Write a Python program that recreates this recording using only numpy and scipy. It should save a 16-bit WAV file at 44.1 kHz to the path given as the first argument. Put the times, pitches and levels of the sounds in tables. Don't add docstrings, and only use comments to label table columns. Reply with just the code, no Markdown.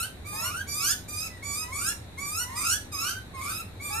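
import sys
import numpy as np
from scipy import signal
from scipy.fft import rfft, irfft
from scipy.io import wavfile
from scipy.ndimage import uniform_filter1d, map_coordinates

SR = 44100
rng = np.random.default_rng(int(sys.argv[2]) if len(sys.argv) > 2 else 0)


def waveform_to_disk(signal):
    frames = np.transpose(np.atleast_2d(signal))
    scaled = np.clip(frames, -1, 1) * 32767
    samples = np.round(scaled).astype(np.int16)
    wavfile.write(sys.argv[1], SR, samples)


N = 176400
T = np.arange(N) / SR
TOP_HZ = 14700
ATTACK_S, RELEASE_S = .014, .016


def undb(db):
    return 10 ** (np.asarray(db) / 20)


def unit(x):
    return x / np.sqrt(np.mean(x ** 2))


def gain_at(hz, points):
    freq_hz, gain_db = np.array(points, float).T
    return undb(np.interp(np.log(hz + 1), np.log(freq_hz), gain_db))


def colour(x, points):
    n = x.shape[-1]
    return irfft(rfft(x) * gain_at(np.fft.rfftfreq(n, 1 / SR), points), n)


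def noise(points):
    return unit(colour(rng.standard_normal(N), points))


def wobble(t, rate_hz):
    knots = np.random.default_rng(rng.integers(2 ** 31)).standard_normal(4096)
    return map_coordinates(knots, [(t - t[0]) * rate_hz], order=3, mode="wrap")


def delay(x, lag_s):
    return irfft(rfft(x, 2 * N) * np.exp(-2j * np.pi * lag_s * np.fft.rfftfreq(2 * N, 1 / SR)))[:N]


def gate(start_s, end_s):
    corners_s = [start_s - ATTACK_S / 2, start_s + ATTACK_S / 2, end_s, end_s + RELEASE_S]
    on = (T > corners_s[0]) & (T < corners_s[-1])
    return on, np.interp(T[on], corners_s, [0, 1, 1, 0])


# freq_hz, gain_db
THROAT = [(2500,13),(3550,-3),(4250,1.5),(5000,5.5),(6000,6.5),(7000,10),(7800,3.5),(8800,11.5),(10500,3),(12200,7),(14500,-6.5)]
HARMONIC_DB = [5, 6, 1.5, 4, 4.5]


def throat_harmonics(phase, hz):
    k = np.arange(3, 17)[:, None]
    source = undb(np.interp(k, k[:len(HARMONIC_DB), 0], HARMONIC_DB))
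    weights = gain_at(k * hz, THROAT) * source * (k * hz < TOP_HZ)
    partials = weights * np.sin(k * phase + rng.uniform(0, 2 * np.pi, k.shape))
    return partials.sum(0) / np.sqrt((weights ** 2).sum(0) / 2)


BEAK_HZ = [3600, 5800, 8900, 12600]


def syrinx(t, hz, rough, first_gain, second_gain, treble_gain, beak_db=(0, 0, 0, 0)):
    jitter, rasp_jitter, waver = .012, .065, .00424
    jitter_hz, hiss_db, shimmer_db = 900, -2, 3.5
    rough = np.clip(rough, 0, .98)
    hz = hz * (1 + jitter * rough * wobble(t, jitter_hz) + waver * wobble(t, rate_hz=58.54))
    phase = 2 * np.pi * np.cumsum(hz) / SR
    chaotic_phase = 2 * np.pi * np.cumsum(hz * (1 + rasp_jitter * wobble(t, jitter_hz))) / SR
    puffs = rng.standard_normal(N)[:len(t)] * (1 + np.cos(phase))
    hiss = unit(colour(puffs, [(1200, -30), (3000, -12), (5500, -16), (9000, -2), (14000, -18)]))
    shaken_phase = phase + .36 * rough * wobble(t, rate_hz=260.7)
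    low = first_gain * np.sin(shaken_phase) + second_gain * np.sin(2 * shaken_phase)
    clear = throat_harmonics(phase, hz)
    rasp = unit(throat_harmonics(chaotic_phase, hz) + undb(hiss_db) * hiss)
    upper = np.sqrt(1 - rough ** 3) * clear + np.sqrt(rough ** 3) * rasp
    upper = colour(upper, list(zip(BEAK_HZ, beak_db)))
    shimmer = undb(shimmer_db * rough * wobble(t, rate_hz=297.9))
    return (np.sqrt(2) * low + treble_gain * upper) * shimmer


# time_s, pitch_hz, low_harmonics_db, treble_db
BRIGHT_CALLS = [
    [(0.0, 1302, -26, -26.5), (0.012, 1359, -30.5, -34.5), (0.028, 1429, -37.5, -33),
     (0.054, 1523, -34, -39.5), (0.065, 1555, -47.5, -47)],
    [(0.25, 1124, -41.5, -57), (0.274, 1210, -41.5, -45), (0.325, 1200, -40.5, -42),
     (0.385, 1260, -39, -40), (0.462, 1419, -35, -35), (0.5, 1454, -41, -43.5)],
    [(0.672, 1116, -42.5, -50), (0.692, 1167, -40.5, -40.5), (0.73, 1160, -40, -37.5),
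     (0.816, 1287, -36.5, -36.5), (0.865, 1505, -38, -31), (0.908, 1726, -35, -30),
     (0.925, 1750, -32.5, -37.5)],
    [(1.085, 1178, -39, -41), (1.093, 1206, -45.5, -41.5), (1.149, 1206, -37, -41.5),
     (1.207, 1250, -40.5, -37.5), (1.247, 1331, -37.5, -42.5), (1.27, 1292, -40, -42)],
    [(1.428, 1093, -36.5, -46), (1.444, 1145, -39.5, -42.5), (1.472, 1157, -40.5, -38),
     (1.525, 1148, -38, -35), (1.606, 1266, -40, -34.5), (1.635, 1283, -38.5, -38)],
    [(1.725, 1083, -38, -53), (1.737, 1118, -36.5, -43), (1.793, 1150, -42, -37.5),
     (1.845, 1218, -43.5, -35.5), (1.887, 1387, -37, -30), (1.92, 1437, -45, -41)],
    [(2.178, 1048, -40.5, -45.5), (2.2, 1134, -37, -42), (2.292, 1183, -44, -36.5),
     (2.34, 1246, -40.5, -37.5), (2.394, 1409, -39, -31), (2.435, 1483, -43, -35)],
    [(2.558, 1250, -50, -36), (2.57, 1243, -36, -37), (2.626, 1190, -35.5, -35), (2.684, 1317, -28.5, -30),
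     (2.73, 1482, -30.5, -27), (2.757, 1507, -43, -36)],
    [(2.922, 1245, -38.5, -37.5), (2.94, 1257, -48.5, -36.5), (2.986, 1258, -32.5, -37.5),
     (3.07, 1467, -30, -34), (3.096, 1558, -30, -34), (3.135, 1537, -44, -44)],
    [(3.37, 1291, -45, -54), (3.404, 1190, -50, -53), (3.414, 1122, -38, -53), (3.462, 1148, -35.5, -46.5),
     (3.568, 1283, -42.5, -42), (3.61, 1344, -34.5, -46.5)],
    [(3.803, 1103, -39.5, -54), (3.827, 1181, -48, -46), (3.857, 1189, -40.5, -39.5),
     (3.895, 1196, -48, -42), (3.953, 1332, -40.5, -36.5), (4.0, 1367, -38, -41)],
]
# rough_start_frac, rough_end_frac, first_harmonic_db, second_harmonic_db, drop_frac
BRIGHT_TIMBRE = [(0.18,1,-6.5,-9,0.03),(0.02,0.47,-5,-6.5,0),(0.08,0.68,-5,-7,0.06),(0.25,0.5,-8.5,-6.5,0.2),(0.27,0.13,-5,-7,0.08),(0.33,0,-1,-4.5,0.92),(0.03,0,0,-4.5,0.2),(0.41,0.7,-7,-10.5,.05),(0.35,0.92,-9.5,-12,0.6),(0.63,0.4,-7.5,-8.5,0.14),(0.2,0.06,-1,-1.5,.02)]
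BRIGHT_BEAK = [(7, -8, 0.5, -3), (2, 1, -2, 2.5), (2, 5.5, -0.5, 2), (-1, 6.5, -1, 0.5),
               (-1.5, 0.5, -1.5, -4), (-2, 1, 2.5, -2.5), (-3.5, 0.5, -1.5, -2.5), (-2, 3, -0.5, -4),
               (1.5, 3.5, -5, -1), (10, -2.5, 3, 4), (2, -1.5, 0, -0.5)]


def bright_calls():
    out = np.zeros(N)
    for contour, timbre, beak_db in zip(BRIGHT_CALLS, BRIGHT_TIMBRE, BRIGHT_BEAK):
        rough_start, rough_end, first_db, second_db, drop_frac = timbre
        time_s, *columns = np.array(contour, float).T
        on, envelope = gate(time_s[0], time_s[-1])
        t = T[on]
        hz, low_db, treble_db = (np.interp(t, time_s, column) for column in columns)
        closing_drop = 1 - drop_frac * np.maximum(t - time_s[-1], 0) / RELEASE_S
        hz = uniform_filter1d(hz, size=600, mode="nearest") * closing_drop
        rough = rough_start + (rough_end - rough_start) * np.sin(np.linspace(0, np.pi / 2, len(t))) ** 3
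        first_gain = undb(low_db + first_db - .5)
        second_gain = undb(low_db + second_db + 1.5)
        out[on] += envelope * syrinx(t, hz, rough, first_gain, second_gain, undb(treble_db + 1), beak_db)
    return out


# start_s, end_s, from_hz, to_hz, droop_hz, rise_exponent, start_db, end_db, second_db, treble_db
DULL_CALLS = [ (0.0, 0.081, 1250, 1545, 6, 1.35, -45, -69, -6, -5),
              (0.326, 0.612, 899.5, 1612, -76.5, 1.82, -47, -38.5, -10, -4),
              (0.327, 0.614, 1066, 1535, 37.5, 1.6, -46.5, -47, -13.5, 12.5),
              (0.779, 0.931, 1095, 1487, 86.5, 1.78, -47, -40, -6.5, 17.5),
              (1.299, 1.396, 1003, 950, -3, 1.4, -65.5, -64.5, 8, 13),
              (1.622, 1.916, 968, 1714, -1, 1.43, -46.5, -42.5, -12, 9),
              (2.407, 2.67, 971, 1397, 8, 1.48, -47, -43, -9.5, 9),
              (2.493, 2.766, 921.6, 1685, -1, 1.53, -46, -40, -5.5, 5),
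              (2.929, 3.185, 1048, 1561, 180.5, 1.5, -41, -42.5, -12, 1),
              (3.341, 3.54, 1025, 1347, 77, 1.58, -40, -42, -12.5, 0.5),
              (3.408, 3.515, 1207, 1527, -0.5, 1.56, -45, -46, -18, 16),
              (3.878, 4.076, 1135, 1410, 1.5, 1.3, -46.5, -51, -5, 16),
              (3.903, 4.186, 831, 1600, -1, 1.36, -43.5, -37, -10, -12)]


def dull_calls():
    hold_frac, droop_s = .04, .03
    rough_start, rough_peak = .15, .62
    out = np.zeros(N)
    for start_s, end_s, from_hz, to_hz, droop_hz, rise_exponent, *levels_db in DULL_CALLS:
        start_db, end_db, second_db, treble_db = levels_db
        on, envelope = gate(start_s, end_s)
        age_s = np.maximum(T[on] - start_s, 0)
        progress = np.clip((age_s / (end_s - start_s) - hold_frac) / (1 - hold_frac), 0, 1)
        late = progress ** rise_exponent
        glide = .6 * np.sin(np.pi / 2 * late) ** 2 + .4 * late
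        hz = from_hz + (to_hz - from_hz) * glide + droop_hz * np.exp(-age_s / droop_s)
        gain = envelope * undb(start_db + (end_db - start_db) * progress)
        rough = rough_start + (rough_peak - rough_start) * np.sin(np.pi * .7 * progress)
        treble_gain = undb(treble_db - 16 + 6.4 * progress)
        out[on] += gain * syrinx(T[on], hz, rough, 1, undb(second_db + 1.5), treble_gain)
    return out


def scatter(t60_s, points):
    t = T[:SR]
    cloud = rng.standard_normal((2, SR)) * undb(-60 * t / t60_s) * (1 - np.exp(-t / .00098))
    cloud /= np.sqrt((cloud ** 2).sum(1, keepdims=True))
    return colour(cloud, points)[:, :SR // 2]


# left_delay_s, right_delay_s, gain
ECHOES = [(.00062,0.0013,0.14),(.0023,0.0014,0.27),(.0051,0.0067,0.41)]
# freq_hz, left_lead_rad
BRIGHT_PERCH = [(900, 1.5), (1100, 1), (1270, 1), (1600, 0.2), (2000, 0)]
DULL_PERCH = [(950, 1), (1150, -1.2), (1350, -1.55), (1650, -0.12), (2000, 0.45)]


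def garden(x, perch):
    near = np.array([x, delay(x, lag_s=.000029)])
    for left_s, right_s, gain in ECHOES:
        near += gain * np.array([delay(x, left_s), delay(x, right_s)])
    left_lead_rad = np.interp(np.fft.rfftfreq(N, 1 / SR), *np.array(perch, float).T)
    near[0] = irfft(rfft(near[0]) * np.exp(1j * left_lead_rad), N)
    leaves = scatter(t60_s=.029, points=[(1500, -5), (5000, -.5), (12000, -5)])
    tail = scatter(t60_s=.27, points=[(1400, -1.5), (2600, 0), (5000, 0), (7000, -3)])
    left, right = near + signal.fftconvolve(x[None], leaves + tail, axes=1)[:, :N]
    left = colour(left, [(1000, -2.8), (2300, .56), (4500, -8.5), (7000, -2), (10000, -.85)])
    return np.array([left, right])


# freq_hz, density_db
RUMBLE = [(20,-17),(40,-19.5),(58,-5.5),(72,-7.5),(88,-1),(105,-4),(135,-14),(200,-17),(400,-80)]
AIR = [(150,2),(250,3),(500,-4.5),(800,-7),(1100,-13),(1700,-13),(2400,-16),(3100,-23.5),(3900,-11),(4900,-28.5),(6300,-27),(9000,-25),(14500,-32)]


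def background():
    rumble_db, rumble_side_db, air_db = -44.5, -16.5, -49.5
    sides = np.array([[1], [-1]])
    rumble = noise(RUMBLE) + undb(rumble_side_db) * sides * noise(RUMBLE)
    air_shape = [(60, -59)] + list(AIR)
    air_mid = noise(air_shape)
    air_side = colour(noise(air_shape), [(200, -11.5), (600, -3.5), (2000, 1.5)])
    return undb(rumble_db) * rumble + undb(air_db) * (air_mid + sides * air_side)


def far_whistle():
    start_s, end_s, pitch_hz, level_db = .38, .533, 635, -49.5
    swell = np.sin(np.pi * np.clip((T - start_s) / (end_s - start_s), 0, 1))
    phase = 2 * np.pi * np.cumsum(pitch_hz * (1 + .0068 * wobble(T, rate_hz=26))) / SR
    return undb(level_db) * np.sqrt(2) * swell * np.sin(phase) * np.array([[.5], [1]])


def scene():
    birds = garden(bright_calls(), BRIGHT_PERCH) + garden(dull_calls(), DULL_PERCH)
    return birds + far_whistle() + background()


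def record(dry):
    return signal.sosfilt(signal.ellip(10, .2, 80, TOP_HZ, fs=SR, output="sos"), dry)


dry = scene()
out = record(dry)
waveform_to_disk(out)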